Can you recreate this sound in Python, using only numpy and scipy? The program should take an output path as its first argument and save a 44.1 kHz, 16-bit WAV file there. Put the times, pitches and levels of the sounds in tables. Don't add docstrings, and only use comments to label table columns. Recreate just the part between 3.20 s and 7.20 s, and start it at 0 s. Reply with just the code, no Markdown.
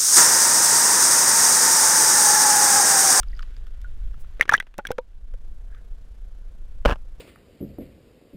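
import sys
import numpy as np
from scipy.fft import rfft, irfft
from scipy.io import wavfile
from scipy.ndimage import uniform_filter1d, minimum_filter1d, map_coordinates

SR = 44100
rng = np.random.default_rng(int(sys.argv[2]) if len(sys.argv) > 2 else 0)


def dump(signal):
    limited = np.clip(np.atleast_2d(signal).T, -1, 1)
    pcm = np.round(limited * 32767).astype(np.int16)
    wavfile.write(sys.argv[1], SR, pcm)


N = 176400
TOP_HZ = 15950
TINY_GLIDE_OCTAVES = 0.035

# start in seconds, level in dB, t60 in seconds, treble tilt in dB per octave.
SLAPS = [(1.197, -25.5, 0.028, -3.5), (1.2107, -9, 0.013, 5), (1.2222, -18.5, 0.036, -1),
         (1.2546, -26.5, .02, -3), (1.2788, -26.5, .025, -1.5), (1.2925, -8, 0.02, 1.5),
         (1.314, -17.5, .024, -1.5), (1.3227, -17, 0.049, 0), (1.336, -8.5, .028, 1.5),
         (1.346, -18, 0.061, -0.5), (1.367, -23, 0.006, 6.5), (1.378, -25.5, 0.028, -2.5),
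         (1.4003, -14.5, 0.0086, 3), (1.407, -27, 0.02, -0.5), (1.4252, -31.5, 0.017, -0.5),
         (1.468, -39, 0.03, -1.5), (1.541, -29.5, .0077, -1), (1.5815, -13.5, 0.0046, 8),
         (1.5874, -20.5, 0.046, -4.5), (1.6516, -25.5, 0.032, -1), (1.6702, -20.5, 0.016, 5),
         (1.688, -26.5, 0.05, -4.5), (1.705, -10.5, 0.017, -4.5), (1.716, -16, 0.011, 5.5),
         (1.7828, -17, 0.017, -3.5), (2.139, -41, 0.0091, 1)]


def amp(db):
    return 10 ** (np.asarray(db) / 20)


def unit(x):
    return x / np.sqrt(np.mean(x ** 2) + 1e-20)


def level(rows):
    s, db = np.transpose(rows)
    return amp(np.interp(np.arange(N) / SR, s, db, left=-np.inf, right=-np.inf))


def wobble(knots_per_s, size=N):
    knots = rng.standard_normal(size // 20)
    return map_coordinates(knots, [np.arange(size) * knots_per_s / SR], mode="wrap")


def octaves(size):
    return np.log2(np.fft.rfftfreq(size, 1 / SR) + 1)


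def response(size, colour, tilt_db):
    hz, db = np.transpose(colour)
    octave = octaves(size)
    return amp(np.interp(octave, np.log2(hz + 1), db) + tilt_db * octave)


def coloured(x, colour, tilt_db=0):
    return unit(irfft(rfft(x) * response(len(x), colour, tilt_db), len(x)))


def burst(colour, t60, crack, tilt_db=0, size=8192):
    clump_db, clumps_per_s, attack_s = 2.5, 760, .0005
    t = np.arange(size) / SR
    spatter = rng.standard_normal(size) * amp(clump_db * wobble(clumps_per_s, size))
    envelope = amp(-60 * t / t60) * (1 - np.exp(-t / attack_s))
    pulse = unit(1.0 * (t == 0))
    drive = unit(spatter * envelope) + crack * pulse
    cepstrum = irfft(np.log(response(size, colour, tilt_db)))
    causal = (t > 0) * (np.arange(size) < size // 2)
    body = np.exp(rfft(2 * cepstrum * causal))
    return unit(irfft(rfft(drive) * body)) * np.sqrt(np.mean(envelope ** 2))


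def ring(hz, t60, glide_octaves, size=5512):
    onset_cycles, warble_octaves, warbles_per_s = 0.9, .025, 350
    t = np.arange(size) / SR
    swell = 1 - np.exp(-(t * hz / onset_cycles) ** 2)
    shape = swell * amp(-60 * t / t60)
    bend = glide_octaves * np.minimum(t / t60, 1)
    pitch_hz = hz * 2 ** (bend + warble_octaves * wobble(warbles_per_s, size))
    return shape / shape.max() * np.sin(2 * np.pi * np.cumsum(pitch_hz) / SR)


def add(track, s, sound):
    part = track[round(s * SR):][:len(sound)]
    part += sound[:len(part)]


def electronics():
    # frequency in Hz, relative level in dB.
    hiss_colour = [(88, -25.5), (150, -2), (328, -10), (524, -10), (578, -12.5), (2020, -28), (7180, -32.5),
                   (11000, -38), (16000, -47.5)]
    hiss_db, hiss_flutter_db = -62.5, 3.2
    whine_hz, whine_db, whine_flutter_db = 11260, -85, 7.9
    flutter_hz = 29.9
    t = np.arange(N) / SR
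    flutter = np.sin(2 * np.pi * flutter_hz * t)
    hiss = coloured(rng.standard_normal(N), hiss_colour) * amp(hiss_db + hiss_flutter_db * flutter)
    phase = 2 * np.pi * whine_hz * t + .9 * wobble(120)
    return hiss + amp(whine_db + whine_flutter_db * flutter) * np.sin(phase)


def rumble():
    # time in seconds, level in dB.
    rumble_level = [(0, -29.5), (.6, -32), (.87, -24.5), (1.15, -32), (1.6, -37.5), (2.15, -31.5),
                    (3.35, -35), (3.6, -30.5), (4, -34.5)]
    # frequency in Hz, relative level in dB.
    rumble_colour = [(8, -4), (18, 7.5), (40, -1.5), (60, -13), (85, -19.5), (130, -31), (250, -49.5),
                     (600, -74)]
    return coloured(rng.standard_normal(N), rumble_colour) * level(rumble_level)


def trickle():
    # time in seconds, level in dB.
    trickle_level = [(0, -66.5), (.2, -61.5), (.5, -67), (1.5, -65.5), (2.2, -72.5), (4, -71.5)]
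    # frequency in Hz, relative level in dB.
    trickle_colour = [(500, -20), (1000, -8.5), (1500, 0), (2100, -6.5), (3300, -7), (5000, -16),
                      (7000, -20), (16000, -32.5)]
    specks = rng.standard_normal(N) * amp(3.1 * wobble(700))
    return coloured(specks, trickle_colour) * level(trickle_level)


def fizz():
    # centre in seconds, peak level in dB, half length in seconds, centre in Hz, half width in octaves.
    swells = [(1.01, -62.5, 0.017, 9610, 1), (2.556, -60, .05, 1580, 0.21)]
    out, t = np.zeros(N), np.arange(N) / SR
    octave = octaves(N)
    for s, db, half_s, hz, width in swells:
        band = 1 / (1 + ((octave - np.log2(hz)) / width) ** 2)
        grains = rng.standard_normal(N) * amp(2 * wobble(220))
        swell = np.exp(-((t - s) / half_s) ** 2)
        out += amp(db) * unit(irfft(rfft(grains) * band, N)) * swell
    return out


def drips():
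    # start in seconds, level in dB, t60 in seconds, treble tilt in dB per octave.
    drip_rows = [(0.032, -28.5, 0.009, 3), (.193, -28, 0.013, 1.5), (0.2057, -28, 0.011, -4),
                 (0.2284, -35, 0.017, 3.5), (0.3662, -39.5, 0.0059, 5), (0.4684, -45.5, 0.017, 6.5),
                 (.616, -46, 0.016, 10), (.942, -40.5, 0.011, -3.5), (1.044, -39.5, 0.012, -4.5),
                 (2.548, -40.5, 0.013, -1)]
    # frequency in Hz, relative level in dB.
    drip_colour = [(200, -8.5), (750, -23), (1300, 11), (1550, 4), (2000, -4), (3400, -6.5), (4200, -15.5),
                   (5000, -16.5), (8000, -28.5), (16000, -40)]
    out = np.zeros(N)
    for s, db, t60, tilt_db in drip_rows:
        add(out, s, amp(db) * burst(drip_colour, t60, crack=.8, tilt_db=tilt_db))
    return out


def scrape():
    # time in seconds, level in dB.
    scrape_level = [(3.668, -40), (3.68, -19.5), (3.705, -25.5), (3.733, -27), (3.745, -43), (3.77, -65)]
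    # frequency in Hz, relative level in dB.
    scrape_colour = [(40, -0.5), (220, -13), (620, -24), (880, -10.5), (1400, -23), (1660, -11),
                     (1950, -30), (2800, -26), (3700, -38), (16000, -58.5)]
    grit = rng.standard_normal(N) * amp(5 * wobble(700))
    return coloured(grit, scrape_colour) * level(scrape_level)


def knocks():
    # start in seconds, level in dB, t60 in seconds.
    knock_rows = [(3.652, -12.5, 0.043), (3.6569, -5, 0.015), (3.6585, -8.5, 0.031), (3.662, -17, 0.011),
                  (3.681, -21, .014), (3.6962, -12, 0.015), (3.705, -15.5, 0.015), (3.7109, -13, 0.013),
                  (3.724, -19, 0.011), (3.729, -24.5, 0.02), (3.7582, -35, 0.019)]
    # frequency in Hz, relative level in dB.
    housing = [(40, -24), (90, 0), (330, -6.5), (560, 1.5), (900, -9), (1500, -8), (1900, -20.5),
               (3000, -13.5), (3800, -30), (5400, -29.5), (7400, -40.5), (16000, -48)]
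    thud_hz, thud_db, thud_t60_s = 42.1, -8, 0.21
    out = np.zeros(N)
    for s, db, t60 in knock_rows:
        add(out, s, amp(db) * burst(housing, t60, crack=0.81))
    t = np.arange(SR // 3) / SR
    thud = amp(thud_db - 60 * t / thud_t60_s) * np.sin(2 * np.pi * thud_hz * t)
    add(out, knock_rows[2][0], thud)
    return out


def slaps():
    # frequency in Hz, relative level in dB.
    slap_colour = [(60, -7.5), (400, 2.5), (700, -0.5), (1150, 1.5), (1700, 7), (2500, 1.5), (3600, -4.5),
                   (4700, -13.5), (5900, -9.5), (7500, -20), (9700, -16.5), (12000, -24), (16000, -25.5)]
    out = np.zeros(N)
    for s, db, t60, tilt_db in SLAPS:
        add(out, s, amp(db) * burst(slap_colour, t60, crack=.4, tilt_db=tilt_db))
    return out


def spray(count=6):
    push_db, push_peak_s = -12.5, 0.0011
    centre_hz, spread_octaves, t60_cycles = 2910, .6, 56.5
    spray_db, lag_unit_s, fade_db_per_lag = -25, 0.0069, 4.44
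    u = np.arange(SR // 30) / SR / push_peak_s
    push = u * np.exp(1 - u)
    out = np.zeros(N)
    for s, db, _, _ in SLAPS:
        add(out, s, amp(db + push_db) * push)
        for pitch, lag in zip(rng.standard_normal(count), rng.uniform(0, 2, count)):
            hz = min(centre_hz * 2 ** (spread_octaves * pitch), TOP_HZ)
            gain = amp(db + spray_db - fade_db_per_lag * lag)
            add(out, s + lag * lag_unit_s, gain * ring(hz, t60_cycles / hz, TINY_GLIDE_OCTAVES))
    return out


def tinkles():
    # start in seconds, peak level in dB.
    beads = [(.085, -47), (0.118, -51), (0.1513, -50), (.166, -47), (.1731, -47), (.2234, -41.5),
             (.3666, -49)]
    bead_hz, bead_t60_s = 4800, 0.011
    out = np.zeros(N)
    for s, db in beads:
        add(out, s, amp(db) * ring(bead_hz, bead_t60_s, TINY_GLIDE_OCTAVES))
    return out


def bubbles():
    # start in seconds, pitch in Hz, peak level in dB, t60 in seconds, glide in octaves.
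    pockets = [(.131, 1930, -43.5, 0.04, 0.061), (.645, 1490, -39, 0.074, -0.2),
               (1.2103, 1978, 9.5, 0.011, -0.16), (1.212, 1860, -3.5, 0.026, -0.12),
               (1.2217, 2180, -13, 0.028, -0.095), (1.228, 3300, -19, 0.013, 0),
               (1.2932, 1674, 4, .022, 0.11), (1.2925, 1164, -4, 0.023, .03),
               (1.3052, 2480, -24, 0.015, 0.0097), (1.3208, 1417, -6, 0.04, -0.29),
               (1.3232, 884, -5, .026, -.15), (1.3382, 1230, 2.5, 0.021, 0.23), (1.34, 1641, 5, .034, .12),
               (1.3492, 1947, -6, 0.036, .03), (1.336, 5620, -15, .04, .08),
               (1.336, 3390, -16.5, .012, .03), (1.338, 694, -10.5, 0.014, .04),
               (1.3787, 3090, -18, 0.015, .08), (1.402, 2010, -11.5, .022, 0.028),
               (1.4011, 1566, -14.5, 0.026, 0.028), (1.402, 3270, -20, 0.021, .03),
               (1.5857, 570, -18.5, 0.04, -0.021), (1.588, 864, -18.5, 0.049, -0.15),
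               (1.594, 1400, -19, 0.022, 0.13), (1.652, 1587, -12, 0.019, 0.067),
               (1.669, 3260, -19, 0.013, 0.094), (1.669, 2180, -22, 0.021, 0.0033),
               (1.7042, 488, -11, 0.035, .04), (1.7055, 814, -16, 0.029, -0.031),
               (1.722, 498, -32.5, .08, -.04), (1.7166, 1550, -17, 0.013, .1),
               (1.785, 1400, -16.5, 0.0083, -.25), (1.785, 510, -10.5, 0.042, -0.082),
               (1.785, 930, -23, .05, 0.087), (2.139, 512, -40.5, .03, 0)]
    out = np.zeros(N)
    for s, hz, db, t60, glide_octaves in pockets:
        add(out, s, amp(db) * ring(hz, t60, glide_octaves))
    return out


def scene():
    background = electronics() + rumble() + trickle() + fizz() + drips()
    bump = scrape() + knocks()
    plunge = slaps() + spray() + tinkles() + bubbles()
    return (background + bump + plunge)[None]


def limiter(x):
    ceiling_db, hold_s, release_db_per_s = 1.5, 0.46, 15
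    gain_db = np.minimum(0, ceiling_db - 20 * np.log10(np.abs(x) + 1e-9))
    half = int(hold_s * SR / 2)
    held = minimum_filter1d(gain_db, 2 * half + 1, origin=half, mode="nearest")
    recovery = release_db_per_s * np.arange(N) / SR
    gain_db = np.minimum.accumulate(held - recovery) + recovery
    widened = minimum_filter1d(gain_db, size=200)
    return x * amp(uniform_filter1d(widened, size=100))


def record(dry):
    x = limiter(dry[0])
    x = x / (1 + np.abs(x / 1.1) ** 4) ** (1 / 4)
    low_pass = 1 / np.sqrt(1 + (np.fft.rfftfreq(N, 1 / SR) / TOP_HZ) ** 160)
    return irfft(rfft(x) * low_pass, N)[None]


dry = scene()
out = record(dry)
dump(out)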